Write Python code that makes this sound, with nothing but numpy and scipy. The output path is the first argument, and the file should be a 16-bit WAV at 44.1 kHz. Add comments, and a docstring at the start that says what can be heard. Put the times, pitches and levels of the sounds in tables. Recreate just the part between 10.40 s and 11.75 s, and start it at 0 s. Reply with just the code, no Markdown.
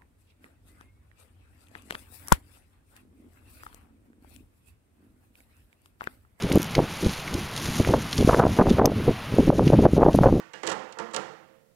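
"""The aluminium lid and wind panels of a camp stove are swung open and seated in a fairly live room.
The body is still ringing from a bump and a knock as the sound opens. A small fitting clinks, then the
panel edges chatter in flurries of sharp ticks, their treble outrunning the bass through the sheet,
while heavier knocks make the sheets clank and ring. Last, the hand lets go and the lid sings on softly.
All this is on the right, over low room rumble; the left holds hiss and a trace of crosstalk."""
import sys
import numpy as np
from scipy import signal
from scipy.fft import rfft, irfft
from scipy.io import wavfile

SR = 44100
rng = np.random.default_rng(int(sys.argv[2]) if len(sys.argv) > 2 else 0)


def master(y):
    """Save y as 16-bit WAV."""
    cut = np.clip(np.atleast_2d(y).T, -1, 1)
    pcm = np.round(cut * 32767)  # scale
    wavfile.write(sys.argv[1], SR, pcm.astype(np.int16))


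N = 59535
SIZE = 131072  # FFT length: the layers are built as spectra
T, F = np.arange(SIZE) / SR, np.arange(SIZE // 2 + 1) * SR / SIZE + 1e-3
LEAD_S = .1  # pre-roll for blows that land before time zero

# knocks on the sheets: t/s, thud/dB, clank/dB, clatter/dB, lid ring/dB, wind panel ring/dB
KNOCKS = [(-.04, -11.5, -9.5, -6.5, -28, -45), (0.1326, -11.5, -13.5, -5, -9.5, -18),
          (0.2306, 5.5, 1, 1.5, -7.5, -4), (.268, 2.5, -3.5, -4.5, -27, -18), (.286, 1, 3, 0, 5.5, -30),
          (.3110, -4.5, 1.5, -5, -10, -13), (0.567, -17, -9, -22, -31, -6), (.585, -3, -1, -6.5, -30, 4),
          (.597, -6.5, -3, -6.5, -28, -14), (.7350, -5.5, 0, -7, -4, -29), (0.7625, 1, 2, -1, 2, -15.5),
          (1.078, -22, -40, -29, -31, -38.5)]


def undb(db):
    """Decibels to gain."""
    return 10 ** (np.asarray(db) / 20)


def along(points, hz):
    """Read a curve of (f/Hz, value) points on a log-frequency axis."""
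    p = np.array(points)
    return np.interp(np.log(hz), np.log(p[:, 0]), p[:, 1])


def colour(points):
    """Minimum-phase EQ through (f/Hz, level/dB) points."""
    cepstrum = irfft(np.log(undb(along(points, F))))
    return np.exp(rfft(cepstrum * (1 + np.sign(np.fft.fftfreq(SIZE)))))


def blow(start_s, db):
    """Spectrum of a single impulse."""
    impulse = np.zeros(SIZE)
    impulse[int((start_s + LEAD_S) * SR)] = undb(db)
    return rfft(impulse)


def modes(table, rise_s=0.017):
    """Spectrum of decaying sine modes, their attack softened over rise_s."""
    t = T[:N]
    ring = sum(undb(db - 60 * t / t60) * np.sin(2 * np.pi * hz * t) for hz, db, t60 in table)
    return rfft(ring * (1 - np.exp(-t / rise_s)), SIZE)


def dense_ring(t60_at, rise_at):
    """Countless overlapping modes: half-octave noise bands, each with its own attack and decay."""
    t, octave = T[:SIZE // 4], np.log2(F[::4])
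    noise, wash = rfft(rng.standard_normal(len(t))), 0
    for hz in 45 * 2 ** np.arange(0, 9, .5):
        share = np.maximum(1 - 2 * np.abs(octave - np.log2(hz)), 0)
        attack = 1 - np.exp(-np.minimum(t / rise_at(hz), 10) ** 2)
        band = irfft(noise * share) * undb(-60 * t / t60_at(hz)) * attack
        wash = wash + band * np.sqrt(share.mean() / np.sum(band ** 2))  # even energy per hertz
    return rfft(wash, SIZE)


def body_ring():
    """The stove body rings on from a bump just before the opening."""
    # modes of the body: f/Hz, level/dB, t60/s
    body_modes = [(324, 4, 0.4), (544, -22.5, 1), (700, -6, 0.57), (907, -7, 0.61), (1130, 3, 0.42),
                  (1165, 1, .45), (1520, -1, 0.54), (1444, -3.5, .5), (2080, -30, 0.24)]
    return blow(start_s=-0.046, db=-45) * modes(body_modes)


def crossing_time(hz):
    """Seconds a bending wave takes to cross the sheet: the higher, the faster."""
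    return 0.0034 * np.sqrt(1000 / hz)


def knocks():
    """Each knock stirs the sheets' dense modes at a new spot, with its own thud, clank and clatter."""
    # tone of a knock: f/Hz, level/dB
    knock_eq = [(40, -49), (75, -11), (110, -7.5), (180, 0), (260, 0), (330, 3.5), (500, 6.5), (700, 1.5),
                (950, 2.5), (1350, 2.5), (1600, 1), (2000, 1.5), (3000, -10.5), (5000, -15), (8000, -20),
                (14000, -41)]
    track = np.zeros(SIZE)
    for start, thud, clank, clatter, _, _ in KNOCKS:
        response = dense_ring(t60_at=lambda hz: 0.12, rise_at=crossing_time) + undb(1.5) * room()
        balance = colour([(300, thud), (900, clank), (1300, clank), (2100, clatter)])
        track += np.roll(irfft(balance * response), int((start + LEAD_S) * SR))
    return undb(5) * rfft(track) * colour(knock_eq)


def room():
    """Reflections merge into a diffuse tail that dies soonest at the very top."""
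    # reverb time of the room: f/Hz, t60/s
    decay_times = [(100, 0.56), (300, 0.76), (1000, 0.73), (2500, 0.86), (5000, 0.68), (8000, 0.55),
                   (14000, .25)]
    return dense_ring(t60_at=lambda hz: along(decay_times, hz), rise_at=lambda hz: 0.015)


def sheet_formants():
    """The sheets' resonances stamp the same peaks and valleys on every knock and tick."""
    # resonances of the sheets: f/Hz, width/Hz, lift/dB
    peaks = [(194, 43, 6.5), (333, 24.6, 11), (444, 39, 5), (520.4, 33, 8.5), (641, 6.7, 6.5), (766, 45, 3),
             (900, 103, 7.5), (1034, 52, 4.5), (1143, 60, 3.5), (1264, 51, 4), (1381, 58, 6),
             (1853, 225, 4), (2723, 470, 4.5), (3023, 126, 6.5), (3300, 74, 8), (3674, 106, 4),
             (4330, 115, 6.5), (4900, 110, 1.5), (5080, 290, 4.5), (5870, 164, 8), (6730, 430, 6.5),
             (7730, 280, 2.5)]
    hz, valley_db = np.geomspace(20, SR / 2, 1500), -4.5
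    lift_db = sum(lift / (1 + (2 * (hz - centre) / width) ** 2) for centre, width, lift in peaks)
    return colour(np.column_stack([hz, valley_db + lift_db]))


def lid_and_panel_ring():
    """The low modes of lid and wind panel swell after each knock and hang on as a pitched ring."""
    # modes of the lid: f/Hz, level/dB, t60/s
    lid_modes = [(144.7, -11, 0.9), (179, -15, 0.63), (202.9, 0.5, 0.37), (334, -10.5, 0.75),
                 (435, -3.5, 0.4), (524, -2, 0.69), (643, -0.5, 0.78), (736, 0, 0.65), (778, 0, 0.79),
                 (850, 1.5, 0.54), (895, -8, 0.21), (943, -2.5, 0.41), (1052, -7, 0.33), (1366, -18, 0.31),
                 (1402, -8, 0.32)]
    # modes of the wind panel: f/Hz, level/dB, t60/s
    panel_modes = [(207.2, -5.5, 0.68), (224, -4, 0.78), (341, 2, 0.47), (457.2, 12.5, 0.22),
                   (473.4, 10.5, 0.42), (533, -12, 0.56), (689, 5, .4), (923, 8, 0.22), (931, -2, 0.2),
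                   (1067, -9, 1), (1217, 5.5, 0.25), (1192, -0.5, 0.74), (1372, 10, 0.19), (1715, -1, 0.32)]
    lid_hits = sum(blow(start, db) for start, *_, db, _ in KNOCKS)
    panel_hits = sum(blow(start, db) for start, *_, db in KNOCKS)
    return undb(-42) * (lid_hits * modes(lid_modes) + panel_hits * modes(panel_modes))


def room_tone():
    """A steady bed of low room rumble under faint, even hiss."""
    # noise spectrum of the bed: f/Hz, level/dB
    bed_eq = [(25, -9), (60, -13.5), (120, 0), (190, 3), (300, -9.5), (600, -8), (1200, -30), (3000, -27.5),
              (8000, -29.5), (15000, -30.5)]
    bed = irfft(rfft(rng.standard_normal(SIZE)) * undb(along(bed_eq, F)))[:N]
    return undb(-62.5) * bed / bed.std()


def fitting_clink():
    """A small fitting is struck once and rings with a quick attack."""
    # modes of the fitting: f/Hz, level/dB, t60/s
    fitting_modes = [(1163, -6, 0.85), (1460, 2, 0.19), (1627, 1, 0.45), (1710, 4.5, 0.2), (1804, 0, 0.24),
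                     (1975, -6, 0.17), (2820, -7, 0.2), (2859, 3.5, 0.16), (2850, -20, 0.19),
                     (4040, -2, 0.08)]
    return blow(start_s=.1345, db=-45.5) * modes(fitting_modes, rise_s=0.0018)


def dispersion():
    """All-pass that holds back the low bending waves, turning a click into a short falling chirp."""
    travel_at_1khz_s, first_hz = 0.0027, 8770  # first_hz lands right on the contact time
    lag_cycles = travel_at_1khz_s * (2 * np.sqrt(1000 * F) - F * np.sqrt(1000 / first_hz))
    return np.exp(-2j * np.pi * lag_cycles)


def edge_ticks():
    """Each edge contact fires a sharp chirp, a smear of scattered bending waves and a short bright ring."""
    # edge contacts: t/s, level/dB, sharpness/dB (extra gain on the chirp alone)
    contacts = [(.1345, -18.5, -5), (.2332, -16, 1), (.2565, -20.5, -1), (.2677, -8, 0), (.2741, -2, 2),
                (.2885, -13.5, 1), (.2957, -10, 1.5), (.3012, -7.5, -1), (.3163, -6, -4), (.3232, -13, 2),
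                (.3288, -17.5, 2), (.5247, -20.5, 1), (.5878, -14.5, 2), (.5967, -18, -3.5),
                (.7105, -27, -7), (.7335, -21, -5), (.7370, -14.5, 2), (.7448, -4.5, -1), (.7636, -2.5, 3)]
    # tone of the chirp: f/Hz, level/dB
    chirp_eq = [(200, -14.5), (900, -13.5), (2500, -8), (4500, 4), (6000, -4.5), (7000, 6), (7900, 5),
                (8700, -4), (10000, -7.5), (12000, -20), (16000, -25)]
    # tone of the waves scattered through the sheet: f/Hz, level/dB
    scatter_eq = [(150, -21.5), (500, 14.5), (1200, 5.5), (2300, 2.5), (3500, 4), (6000, -1.5),
                  (7700, -0.5), (9000, -6.5), (11500, -13), (16000, -33.5)]
    # treble modes of the struck edge: f/Hz, level/dB, t60/s
    edge_modes = [(2860, 1.5, 0.14), (3430, -1, 0.064), (3600, -2, 0.13), (4110, -4, 0.032),
                  (5190, 11, .04), (5740, -18, 0.026), (6690, -7, 0.035), (7750, 2.5, 0.071)]
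    chirp = undb(3) * colour(chirp_eq) * dispersion()
    scatter = dense_ring(t60_at=lambda hz: 0.039 * np.sqrt(4000 / hz), rise_at=crossing_time)
    smear = undb(2.5) * colour(scatter_eq) * (scatter + undb(-11) * room())
    tail = smear + undb(-42) * modes(edge_modes, rise_s=0.00055)
    # light contacts are duller: extra dB of top lost for each dB a contact is weaker
    softening = np.interp(F, [8000, 11000], [0, 0.59])
    return sum(blow(start, db) * undb(softening * db) * (undb(sharpness) * chirp + tail)
               for start, db, sharpness in contacts)


def lid_release():
    """The hand lets go and two lid modes sing on."""
    # modes of the freed lid: f/Hz, level/dB, t60/s
    freed_modes = [(454, -6, 1.6), (530, -1, 1.5)]
    return blow(start_s=1.078, db=-53.5) * modes(freed_modes)


def scene():
    """One microphone on stove and room feeds the right; the left gets hiss and a trace of crosstalk."""
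    impacts = (edge_ticks() + knocks()) * sheet_formants()
    rings = body_ring() + lid_and_panel_ring() + fitting_clink() + lid_release()
    start = int(LEAD_S * SR)
    right = irfft(impacts + rings)[start:start + N] + room_tone()
    left = undb(-63) * right + undb(-72) * rng.standard_normal(N)
    return np.array([left, right])


def record(dry):
    """A steep low-pass shaves off the air above 15.8 kHz."""
    return signal.sosfilt(signal.ellip(10, .2, 70, 15800, fs=SR, output="sos"), dry)


dry = scene()
out = record(dry)
master(out)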